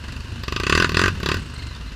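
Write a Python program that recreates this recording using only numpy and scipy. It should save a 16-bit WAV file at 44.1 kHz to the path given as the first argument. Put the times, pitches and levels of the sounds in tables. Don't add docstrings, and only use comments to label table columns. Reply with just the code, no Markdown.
import sys
import numpy as np
from scipy import signal
from scipy.fft import rfft, irfft
from scipy.io import wavfile
from scipy.ndimage import uniform_filter1d

SR = 44100
rng = np.random.default_rng(int(sys.argv[2]) if len(sys.argv) > 2 else 0)


def generate_wav(sig):
    pcm = np.round(np.clip(np.atleast_2d(sig).T, -1, 1) * 32767).astype(np.int16)
    wavfile.write(sys.argv[1], SR, pcm)


def how_loud(loudness_db):
    steps = np.asarray(loudness_db, float) / 20
    return 10 ** steps


N = 85995
T = np.arange(N) / SR
FULL_DB = -15

# (time [s], firing rate [1/s])
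CRANK_SPEED = [(0.0, 22.06), (0.0983, 24.31), (0.382, 27.17), (0.4351, 21.04), (0.4806, 22.79),
               (0.6189, 28.6), (0.8306, 45.64), (0.8583, 41.7), (0.9347, 37.43), (0.9808, 43.15),
               (1.0656, 47.85), (1.177, 38.38), (1.204, 32.77), (1.3355, 37.57), (1.3802, 45.36),
               (1.4227, 26.15), (1.578, 24.02), (1.95, 16.32)]
# (time [s], firing strength [dB], harshness of the gas crack [dB])
THROTTLE_HAND = [(0, -39, 6), (.39, -56, .1), (.436, -28, 6), (.5, -22, 0.5), (.56, -20, 1.5),
                 (.635, -19.5, 0.5), (.7, -15, 1.5), (.845, -14.5, -2.5), (.867, -38, 2),
                 (.891, -19.5, -2.5), (.917, -24, -0.5), (.97, -13, 0), (1.079, -16.5, -3.5),
                 (1.099, -58, -11), (1.195, -32, .1), (1.25, -18, -0.1), (1.335, -18, -2),
                 (1.395, -46.5, 11.5)]
# (frequency [Hz], density [dB per Hz])
FRAME_SPECTRUM = [(12, -8), (20, -6.5), (81, -7), (161, -5), (185, -22.5), (238, -10), (414, -27),
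                  (500, -66), (650, -36), (1100, -120)]
# (level [dB], gain per doubling of speed [dB], phase [turns])
SHAFT_ORDERS = [(-42, 15, 0.11), (-37, -14, 0.24), (-40.5, 3, 0.62), (-43, 7, 0.23)]
# (frequency [Hz], width [Hz], level [dB])
GEAR_MODES = [(994, 450, 9), (1260, 180, -20), (1530, 280, 4.5), (2037, 100, 1.5), (2574, 550, 0),
              (3650, 67, 5.5), (3960, 100, -6), (7250, 1160, -13.5)]
# (frequency [Hz], density [dB per Hz])
GEAR_WASH = [(260, -10), (450, -2.5), (814, -11), (1540, -1), (2260, -10.5), (2820, 0.5), (3320, -11.5),
             (4270, -7.5), (15500, -36)]
# (time [s], peak level [dB])
TAPPET_TAPS = [
    (0.0397, -40),
    (0.0822, -35),
    (0.1216, -28),
    (0.1635, -30),
    (0.2044, -31.5),
    (0.3183, -37),
    (1.6684, -31),
    (1.7492, -33.5),
]
# (frequency [Hz], width [Hz], level [dB])
TAPPET_MODES = [(1566, 120, -7.5), (2660, 146, -0.5), (4570, 580, -9), (6970, 1360, -19.5)]
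# (start [s], length [s], pitch [Hz], level [dB])
BRAKE_SQUEAKS = [
    (1.553, 0.019, 2080, -35.5),
    (1.584, 0.026, 2090, -36),
    (1.606, 0.05, 2080, -40.5),
    (1.644, 0.075, 2070, -43.5),
    (1.706, 0.037, 2000, -45),
    (1.725, 0.051, 1830, -43),
    (1.866, 0.041, 2070, -43),
]
# (frequency [Hz], width [Hz], level [dB], gain per doubling of speed [dB])
CASE_MODES = [(1030, 190, -4, -2.5), (1191, 138, -1, -2.3), (1523, 192, 1.5, 9.5), (1902, 300, -4.5, -1),
              (2647, 314, -2, -2), (3550, 1060, -13.5, -3.5), (4780, 790, -9, -2), (6025, 280, -15, 1),
              (6960, 920, -20, 0.5), (9800, 3350, -37, 0)]
# (frequency [Hz], width [Hz], level [dB], share of throttle change followed [ratio])
PIPE_MODES = [(89, 77, -4, 0.32), (199, 125, -3.5, 0.27), (385.5, 89, 6.5, 1.1), (570, 373, 11.5, 1.05)]


def evened(x):
    return x / np.sqrt(np.mean(x ** 2) + 1e-20)


def curve(table, column=1):
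    return np.interp(T, *np.transpose(table)[[0, column]])


def resonate(x, hz, width):
    pole = np.exp((2j * np.pi * hz - np.pi * width) / SR)
    return 2 * signal.lfilter([1 - abs(pole)], [1, -pole], x).real


def coloured(points):
    hz = np.fft.rfftfreq(N, 1 / SR) + 1
    f, db = np.transpose(points)
    octaves_outside = np.maximum(np.log2(hz / f[-1]), 0) + np.maximum(np.log2(f[0] / hz), 0)
    level_db = np.interp(np.log(hz), np.log(f), db) - 30 * octaves_outside
    return evened(irfft(rfft(rng.standard_normal(N)) * how_loud(level_db), N))


def puff(delay_s, rise_s, fall_s):
    t = np.maximum(np.arange(3000) / SR - delay_s, 0)
    return (1 - np.exp(-t / rise_s)) * np.exp(-t / fall_s)


def click(delay_s):
    return np.sinc(0.5 * (np.arange(400) - delay_s * SR))


def played(at, size, shape):
    train = np.zeros(N)
    train[at] = size
    return signal.oaconvolve(train, shape)[:N]


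def rumble(turns, pace):
    lumps = evened(uniform_filter1d(uniform_filter1d(rng.standard_normal(N), 900), 900))
    beat_db = 2 * np.cos(2 * np.pi * (turns - 0.13))
    shake = evened(coloured(FRAME_SPECTRUM) * how_loud(1.2 * lumps + beat_db))
    out = how_loud(-37 + 8.5 * pace) * shake
    for k, (db, speed_db, turn) in enumerate(SHAFT_ORDERS):
        waver_db = 4.2 * np.roll(lumps, 9000 * k)
        hum = np.cos(2 * np.pi * ((k + 2) * turns - turn))
        out += how_loud(db + speed_db * pace + waver_db) * hum
    return out


def chain(at):
    hz, width, peak_s, span_s = 8100, 700, 1.51, 0.16
    rolling = 0.26 + np.exp(-((at / SR - peak_s) / span_s) ** 2)
    tug = rolling * how_loud(2.8 * rng.standard_normal(len(at)))
    burst = rng.standard_normal(N) * played(at, tug, puff(0.0037, 0.002, 0.011))
    return how_loud(-65) * evened(resonate(resonate(burst, hz, width), hz, 3 * width))


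def clatter(at, pace):
    ticks = played(at, how_loud(4 + 3.5 * rng.standard_normal(len(at))), puff(0.003, 0.001, 0.008))
    grit_db = 3.4 * evened(uniform_filter1d(rng.standard_normal(N), 150))
    grit = rng.standard_normal(N) * how_loud(grit_db) * (1 + ticks)
    ring = np.zeros(N)
    for k, (hz, width, db) in enumerate(GEAR_MODES):
        ring += (-1) ** k * how_loud(db) * resonate(resonate(grit, hz, width), hz, 2.25 * width)
    wash = coloured(GEAR_WASH) * (1 + 0.44 * ticks)
    return how_loud(2.5 * pace) * (how_loud(-47.5) * evened(ring) + how_loud(-44) * wash)


def tappet():
    start_s, db = np.transpose(TAPPET_TAPS)
    taps = played((start_s * SR).astype(int), how_loud(db + 0.5), puff(0, 0.00079, 0.0019))
    burst = rng.standard_normal(N) * taps
    out = np.zeros(N)
    for hz, width, mode_db in TAPPET_MODES:
        out += how_loud(mode_db) * np.sqrt(SR / 300) * resonate(resonate(burst, hz, width), hz, 2.35 * width)
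    return out


def brake():
    rasp = evened(uniform_filter1d(rng.standard_normal((2, N)), 60, axis=1))
    out = np.zeros(N)
    for start, length, hz, db in BRAKE_SQUEAKS:
        part = np.clip((T - start) / length, 0, 1)
        pitch = hz * (1.015 - 0.026 * part + 0.0203 * rasp[0])
        angle = 2 * np.pi * np.cumsum(pitch) / SR
        out += how_loud(db) * np.sin(np.pi * part) * (0.47 * np.sin(angle) + 0.75 * np.sin(2 * angle))
    return out * (1 + 0.6 * rasp[1])


def intake(at, load_db):
    hz, width, knee_db, steepness = 13400, 2800, -30, 3
    opening_db = steepness * np.minimum(load_db + FULL_DB - knee_db, 0) + 0.1 * load_db
    air = evened(resonate(resonate(rng.standard_normal(N), hz, width), hz, width))
    gulp = how_loud(opening_db + 3 * rng.standard_normal(len(at)))
    return how_loud(-40) * air * played(at, gulp, puff(0.0004, 0.00072, 0.0028))


def bark(at, load_db, pace):
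    hz, width = 1520, 610
    turn_db = 3.5 * (-1.0) ** np.arange(len(at))
    speed_db = 14 * (pace[at] - 1.44)
    size_db = -3.5 + 1.387 * load_db + speed_db + turn_db + 2.8 * rng.standard_normal(len(at))
    knock = played(at, how_loud(size_db), click(0.003609) / 2)
    return -resonate(resonate(knock, hz, width), hz, 3 * width) * SR / (2 * np.pi * width)


def cracks(at, load_db, pace):
    delay_s, snap_top_hz = 0.0003, 2280
    shape = puff(delay_s, 0.0012, 0.0023) + how_loud(-12.5) * puff(delay_s, 0.0051, 0.014)
    snap = click(0.002814)
    mix_db = 2.5 * rng.standard_normal((len(at), len(CASE_MODES)))
    gas = rng.standard_normal(N)
    harsh_db = curve(THROTTLE_HAND, column=2)[at]
    cycle = np.maximum(np.searchsorted(at, np.arange(N), "right") - 1, 0)
    out = np.zeros(N)
    for k, (hz, width, db, speed_db) in enumerate(CASE_MODES):
        size = how_loud(1.387 * load_db + harsh_db + mix_db[:, k] + speed_db * (pace[at] - 0.72))
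        flow = played(at, size, shape)
        snap_share = how_loud(5) / (1 + (hz / snap_top_hz) ** 4)
        burst = gas * flow + snap_share * played(at, size, snap)
        ring = resonate(resonate(burst, hz, width), hz, 1.43 * width)
        luck = np.bincount(cycle, ring ** 2) / np.bincount(cycle, flow ** 2 + 1e-20)
        steady = (luck / np.median(luck) + 1e-9) ** -0.4
        out += (-1) ** k * how_loud(db) * np.sqrt(SR / 300) * ring * steady[cycle]
    return how_loud(-14) * out


def thumps(at, load_db):
    delay_s, width_s = 0.0021, 0.00042
    step = np.exp(-0.5 * ((np.arange(400) / SR - delay_s) / width_s) ** 2)
    step /= step.sum()
    wobble_db = 1.15 * rng.standard_normal((len(at), len(PIPE_MODES)))
    out = np.zeros(N)
    for k, (hz, width, db, follow) in enumerate(PIPE_MODES):
        push = played(at, how_loud(db + follow * load_db + wobble_db[:, k]), step)
        rounded = signal.lfilter(*signal.butter(1, 0.63 * hz, fs=SR), push)
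        out += resonate(rounded, hz, width) * SR / (2 * np.pi * width)
    return how_loud(-9) * out


def scene():
    speed = curve(CRANK_SPEED)
    turns = 0.1714 + np.cumsum(speed) / SR
    pace = np.log2(speed / 24)
    at = np.flatnonzero(np.diff(np.floor(turns)))
    load_db = curve(THROTTLE_HAND)[at] - FULL_DB + 0.5 * rng.standard_normal(len(at))
    background = rumble(turns, pace) + chain(at) + clatter(at, pace) + tappet() + brake()
    engine = intake(at, load_db) + bark(at, load_db, pace) + cracks(at, load_db, pace) + thumps(at, load_db)
    return (background + engine)[None]


def band_limit(x):
    return signal.sosfilt(signal.butter(12, 15740, fs=SR, output="sos"), x)


def record(dry):
    cased = dry - 0.58 * resonate(dry, 799, 129)
    rounded = 1.667 * np.tanh(cased / 1.523)
    low_cut = signal.butter(2, 28, "high", fs=SR, output="sos")
    top_cut = signal.cheby1(10, 1, 15150, fs=SR, output="sos")
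    mix = signal.sosfilt(top_cut, signal.sosfilt(low_cut, rounded))
    return band_limit(mix)


dry = scene()
out = record(dry)
generate_wav(out)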